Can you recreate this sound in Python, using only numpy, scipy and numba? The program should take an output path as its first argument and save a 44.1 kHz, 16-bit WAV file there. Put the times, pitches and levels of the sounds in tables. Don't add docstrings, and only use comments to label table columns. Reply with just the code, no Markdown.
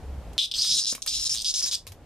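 import sys
import numpy as np
from scipy import signal
from scipy.fft import rfft, irfft
from scipy.io import wavfile
from scipy.ndimage import minimum_filter1d
from numba import njit

SR = 44100
rng = np.random.default_rng(int(sys.argv[2]) if len(sys.argv) > 2 else 0)


def store_wav(level_fs):
    pcm = np.round(np.clip(np.atleast_2d(level_fs), -1, 1) * 32767)
    wavfile.write(sys.argv[1], SR, pcm.T.astype(np.int16))


N = 90404

# frequency in Hz, relative level in dB.
RUMBLE_SPECTRUM = [(15, -33), (25, 1.5), (64, 0), (118, -8), (354, -17.5), (488, -16.5), (749, -18.5),
                   (1000, -23.5), (1120, -27.5), (13500, -50), (15000, -60)]
# start and end in seconds, pitch in Hz, level in dB.
HUMS = [(0.017, 0.23, 68, -32), (0.27, 0.3, 43, -39), (1.13, 1.25, 50, -31.5), (1.87, 1.94, 91, -32),
        (2, 2.31, 460, -59)]
# start and end in seconds, air puffs in dB, rustle in dB.
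FLIGHTS = [(0.524, 0.937, -42, -40.5), (0.665, 0.797, -38, -59), (1.086, 1.42, -45, -46.5),
           (1.51, 1.794, -61, -45.5)]
# time in seconds, wood knock in dB, wing crackle in dB.
BUMPS = [(0.332, -72, -45), (0.645, -20, -9.5), (.926, -18, -14), (.950, -19.5, -10.5), (0.98, -21, -43),
         (1.062, -26, -11), (1.075, -31, -24), (1.347, -27.5, -18.5), (1.617, -37, -17.5),
         (1.641, -29, -34), (1.661, -41, -13.5), (1.726, -46, -15), (1.741, -48, -22), (1.8678, -30, -22.5),
         (1.8753, -43, -25), (1.9197, -40, -28.5)]
# pitch in Hz, seconds to fade by 60 dB, relative level in dB.
WOOD_MODES = [(329, 0.028, -10.5), (520, 0.015, -1), (730, 0.024, -12), (1027, 0.0083, -7),
              (1240, 0.03, -11), (1730, 0.009, -8.5), (2300, 0.01, -4.5)]
# time in seconds, level in dB.
SNAPS = [(.3801, -3), (.3827, -4.5), (1.0753, -1), (1.875, -19)]
# start and end in seconds, the pulse rate it settles to in Hz,
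# relative levels of the rebound click and the rasp in dB.
BURSTS = [(0.3862, 0.461, 206.6, 2, 1), (0.513, 0.5224, 194, 5, -2.5), (0.539, 0.858, 225.4, -39, -23.5),
          (0.866, 0.925, 222.1, -5.5, -15), (1.02, 1.029, 191, -7, -11.5), (1.0747, 1.242, 223.8, -8, -7.5),
          (1.251, 1.279, 232, -11, -16), (1.2943, 1.424, 220.2, -5.5, -7),
          (1.4458, 1.513, 218.2, -12, -17.5), (1.540, 1.608, 229.4, -4, -12),
          (1.6255, 1.694, 222.1, -2.5, -12), (1.712, 1.752, 192.6, -1, -11)]
# time in seconds, then relative low, middle and treble levels in dB.
EFFORT = [(.385, -17.5, -30.5, -41.5), (.455, -25.5, -32, -43), (.518, -26.5, -34, -47),
          (.545, -23.5, -25.5, -39), (.567, -34, -29, -34), (.595, -40, -18.5, -32),
          (.632, -16, -15.5, -27.5), (.668, -21, -20, -25), (.725, -16.5, -11.5, -26.5),
          (.76, -20.5, -21, -23), (.795, -16.5, -18, -21), (.825, -77, -20.5, -33.5), (.85, -18, -19, -30),
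          (.875, -22.5, -19, -29.5), (.903, -24, -24, -27), (.925, -70, -24, -28), (1.024, -33.5, -37, -31),
          (1.08, -25.5, -24.5, -29), (1.117, -34.5, -28, -36.5), (1.15, -25.5, -30, -31),
          (1.185, -34, -30, -37.5), (1.225, -37.5, -31, -34.5), (1.265, -24, -27, -29.5),
          (1.32, -49, -21, -35), (1.348, -27.5, -32, -30.5), (1.39, -30.5, -27, -41), (1.42, -35, -33, -34),
          (1.452, -26.5, -25, -34.5), (1.495, -27.5, -23, -28.5), (1.548, -28, -27, -33),
          (1.598, -34.5, -26.5, -30), (1.632, -38, -21, -35.5), (1.688, -34, -33.5, -33.5),
          (1.722, -26.5, -31, -35.5), (1.748, -30.5, -26, -31)]
# pitch in Hz, ring time in ms, relative level in dB.
LOW_MODES = [(3780, 0.47, -17), (3880, 0.44, -3.5)]
MID_MODES = [(5018, 0.332, 0.0043)]
TREBLE_MODES = [(6575, 0.2154, 2.5), (8830, 0.2165, -2), (14600, 0.11, -8.5)]
# time in seconds, factor on the pitch.
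TENSION = [(.39, .93), (.53, 0.93), (.58, .9), (.63, 1.034), (.67, 0.95), (.70, 1.01), (.735, 1.03),
           (.8, 1.007), (.9, 1.034), (1.08, 0.95), (1.16, 1.04), (1.32, 1.075), (1.38, 0.95), (1.49, 0.99),
           (1.6, 1.055), (1.68, 1.01), (1.74, .98)]
STUTTERS = [(.825, 0.87), (1.18, 1.16), (1.345, 1.415)]
# time in seconds, head start of the left ear in microseconds.
LEFT_LEAD = [(.55, -3), (.71, -26.5), (.79, 30.5), (.88, 37.5), (1.3, 38), (1.48, -40.5), (1.65, -39),
             (1.75, -25)]

WINGBEAT_HZ, PUFF_HZ = 45, 204
CRACKLE_MS, CRACKLE_BAND_HZ = 6.4, (2700, 8000)
RIB_COUNT, RIB_GAP_MS, RIB_FALL_DB = 3, .36, -10
MODE_DETUNE, TYMBAL_DETUNE = .022, .018
RATE_KICK_HZ, KICK_S = 14, .04
REBOUND_SHARE, JITTER_MS = .4, .076
BUZZ_DB, STUTTER_DB, STRAY_DB = 19.5, -13, -13
RASP_MS, RASP_TOP_HZ, BUZZ_LOW_HZ = 1, 6940, 2890
ROOM_FADE_S, EARLY_DB, TAIL_DB = .15, -8.5, -7.5
THRESHOLD_DB, RATIO, ATTACK_S, RELEASE_S = -23.5, 2.184, .0005, .16
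OPPOSITE_EARS = np.array([[1], [-1]])


def undb(db):
    return 10 ** (np.asarray(db) / 20)


def curve(table, t):
    table = np.array(table, float)
    return [np.interp(t, table[:, 0], column) for column in table[:, 1:].T]


def cut(x, hz, kind, order=2):
    return signal.sosfilt(signal.butter(order, hz, kind, fs=SR, output="sos"), x)


def add(out, start, x):
    i = int(start * SR)
    out[:, i:i + x.shape[-1]] += x[..., :max(N - i, 0)]


def swell(t, start, end):
    return np.sqrt(np.abs(np.sin(np.pi * np.clip((t - start) / (end - start), 0, 1))))


def ring(t, hz, ms):
    age = np.maximum(t, 0) * 1000 / ms
    return age * np.exp(1 - age) * np.sin(2 * np.pi * hz * (t - ms / 1000))


@njit
def follow(x, attack, release):
    out, level = np.empty(len(x)), 0.
    for i in range(len(x)):
        level += (x[i] - level) * (attack if x[i] > level else release)
        out[i] = level
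    return out


def rumble():
    freqs, t = np.maximum(np.fft.rfftfreq(N, 1 / SR), 1), np.arange(N) / SR
    hz, db = np.array(RUMBLE_SPECTRUM).T
    mid, side = rfft(rng.standard_normal((2, N))) * undb(np.interp(np.log(freqs), np.log(hz), db))
    width = np.minimum(.13 + freqs / 9000, 1)
    noise = irfft(mid + side * width * OPPOSITE_EARS, N)
    out = noise / noise.std() * undb(-41)
    for start, end, hum_hz, hum_db in HUMS:
        out += undb(hum_db) * swell(t, start, end) * np.sin(2 * np.pi * (hum_hz * t + rng.random()))
    return out


def room(x):
    t = np.arange(SR // 3) / SR
    early, tail = rng.standard_normal((2, 2, len(t)))
    early = (early + .33 * early[::-1]) * np.exp(-t / .0058) * (t > .0006)
    tail = (tail + .41 * tail[::-1]) * undb(-60 * t / ROOM_FADE_S) * (1 - np.exp(-t / .0027))
    echo = sum(undb(db) * part / np.sqrt(np.sum(part ** 2) / 2)
               for part, db in ((early, EARLY_DB), (tail, TAIL_DB)))
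    return x + signal.fftconvolve(x, echo, axes=1)[:, :N]


def wings():
    t = np.arange(N) / SR
    beat = np.exp(-(t * WINGBEAT_HZ % 1) / .85)
    puff = cut(cut(beat * rng.standard_normal(N), PUFF_HZ, "low"), 38, "high")
    rustle = cut(cut(beat * rng.standard_normal(N), 1501, "high", order=1), 2500, "low")
    out = np.zeros(N)
    for start, end, puff_db, rustle_db in FLIGHTS:
        flutter = undb(puff_db) * puff / puff.std() + undb(rustle_db) * rustle / rustle.std()
        out += swell(t, start, end) * flutter
    return out


def bumps():
    knock, crackle = np.zeros((2, 2, N))
    t = np.arange(SR // 12) / SR
    for start, knock_db, crackle_db in BUMPS:
        wood = 0
        for hz, fade_s, db in WOOD_MODES:
            pitch = hz * (1 + .046 * rng.standard_normal())
            wood += undb(db - 60 * t / fade_s) * np.sin(2 * np.pi * pitch * t) * rng.standard_normal()
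        add(knock, start, undb(knock_db) * wood)
        mid, side = rng.standard_normal((2, len(t))) * undb(2.17 * rng.standard_normal(len(t)))
        grains = mid + .52 * side * OPPOSITE_EARS
        add(crackle, start, undb(crackle_db) * grains * np.exp(-t * 1000 / CRACKLE_MS))
    low_hz, top_hz = CRACKLE_BAND_HZ
    return knock + cut(cut(crackle, top_hz, "low", order=1), low_hz, "high", order=1)


def snaps():
    out, t = np.zeros((2, N)), np.arange(SR // 125) / SR
    snap = ring(t, 3900, ms=.22) + .2 * ring(t, 3840, ms=.09) + .24 * ring(t, 6000, ms=.045)
    for start, db in SNAPS:
        add(out, start, undb(db) * snap)
    return out


def buckle(start, bands_db, tuning, rasp_db):
    t = (np.arange(SR // 125) - start * SR % 1) / SR
    ear_t = t + curve(LEFT_LEAD, start)[0] * OPPOSITE_EARS / 2e6
    rib_times = np.arange(RIB_COUNT) * RIB_GAP_MS / 1000 * (1 + .24 * rng.standard_normal(RIB_COUNT))
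    stretches = (1 + .95 * (tuning - 1), tuning, tuning)
    tone = 0
    for db, modes, stretch in zip(bands_db, (LOW_MODES, MID_MODES, TREBLE_MODES), stretches):
        for hz, ms, mode_db in modes:
            pitch = hz * (stretch + MODE_DETUNE * rng.standard_normal())
            ear_gains = undb(2.5 * rng.standard_normal((2, 1)))
            tone += ear_gains * sum(undb(db + mode_db + k * RIB_FALL_DB) * ring(ear_t - delay, pitch, ms)
                                    for k, delay in enumerate(rib_times))
    rasp = rng.standard_normal((2, len(t))) * np.exp(-t * 1000 / RASP_MS)
    return tone, rasp * undb(bands_db[2] + rasp_db + 12)


def buzz():
    tone, rasp = np.zeros((2, 2, N))
    for start, end, rate_hz, rebound_db, rasp_db in BURSTS:
        now, tymbal = start, 0
        while now < end:
            period = 1 / (rate_hz + RATE_KICK_HZ * np.exp((start - now) / KICK_S))
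            stuttering = any(begin < now < stop for begin, stop in STUTTERS)
            bands_db = np.array(curve(EFFORT, now)) + tymbal * STUTTER_DB * stuttering
            tuning = curve(TENSION, now)[0] + (tymbal - .5) * TYMBAL_DETUNE
            clicks = ((0, 0), (REBOUND_SHARE * period, rebound_db), (rng.random() * period, STRAY_DB))
            for delay, db in clicks:
                at = now + delay + JITTER_MS / 1000 * rng.standard_normal(2)[0]
                click_tone, click_rasp = buckle(at, bands_db + db, tuning, rasp_db)
                add(tone, at, click_tone)
                add(rasp, at, click_rasp)
            now, tymbal = now + period, 1 - tymbal
    return undb(BUZZ_DB) * cut(tone + cut(rasp, RASP_TOP_HZ, "low"), BUZZ_LOW_HZ, "high", order=6)


def scene():
    return room(buzz() + snaps() + bumps() + wings()) + rumble()


def record(dry):
    hold, ceiling = int(.006 * SR), .45
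    peaks = -minimum_filter1d(-np.abs(dry).max(axis=0), hold, origin=(hold - 1) // 2)
    level = follow(peaks, 1 / (ATTACK_S * SR), 1 / (RELEASE_S * SR))
    evened = dry * np.maximum(level / undb(THRESHOLD_DB), 1) ** (1 / RATIO - 1)
    rounded = evened / (1 + (evened / ceiling) ** 6) ** (1 / 6)
    steep_cut = signal.ellip(8, .2, 70, 16300, fs=SR, output="sos")
    return signal.sosfilt(steep_cut, cut(rounded, 14060, "low", order=14))


dry = scene()
out = record(dry)
store_wav(out)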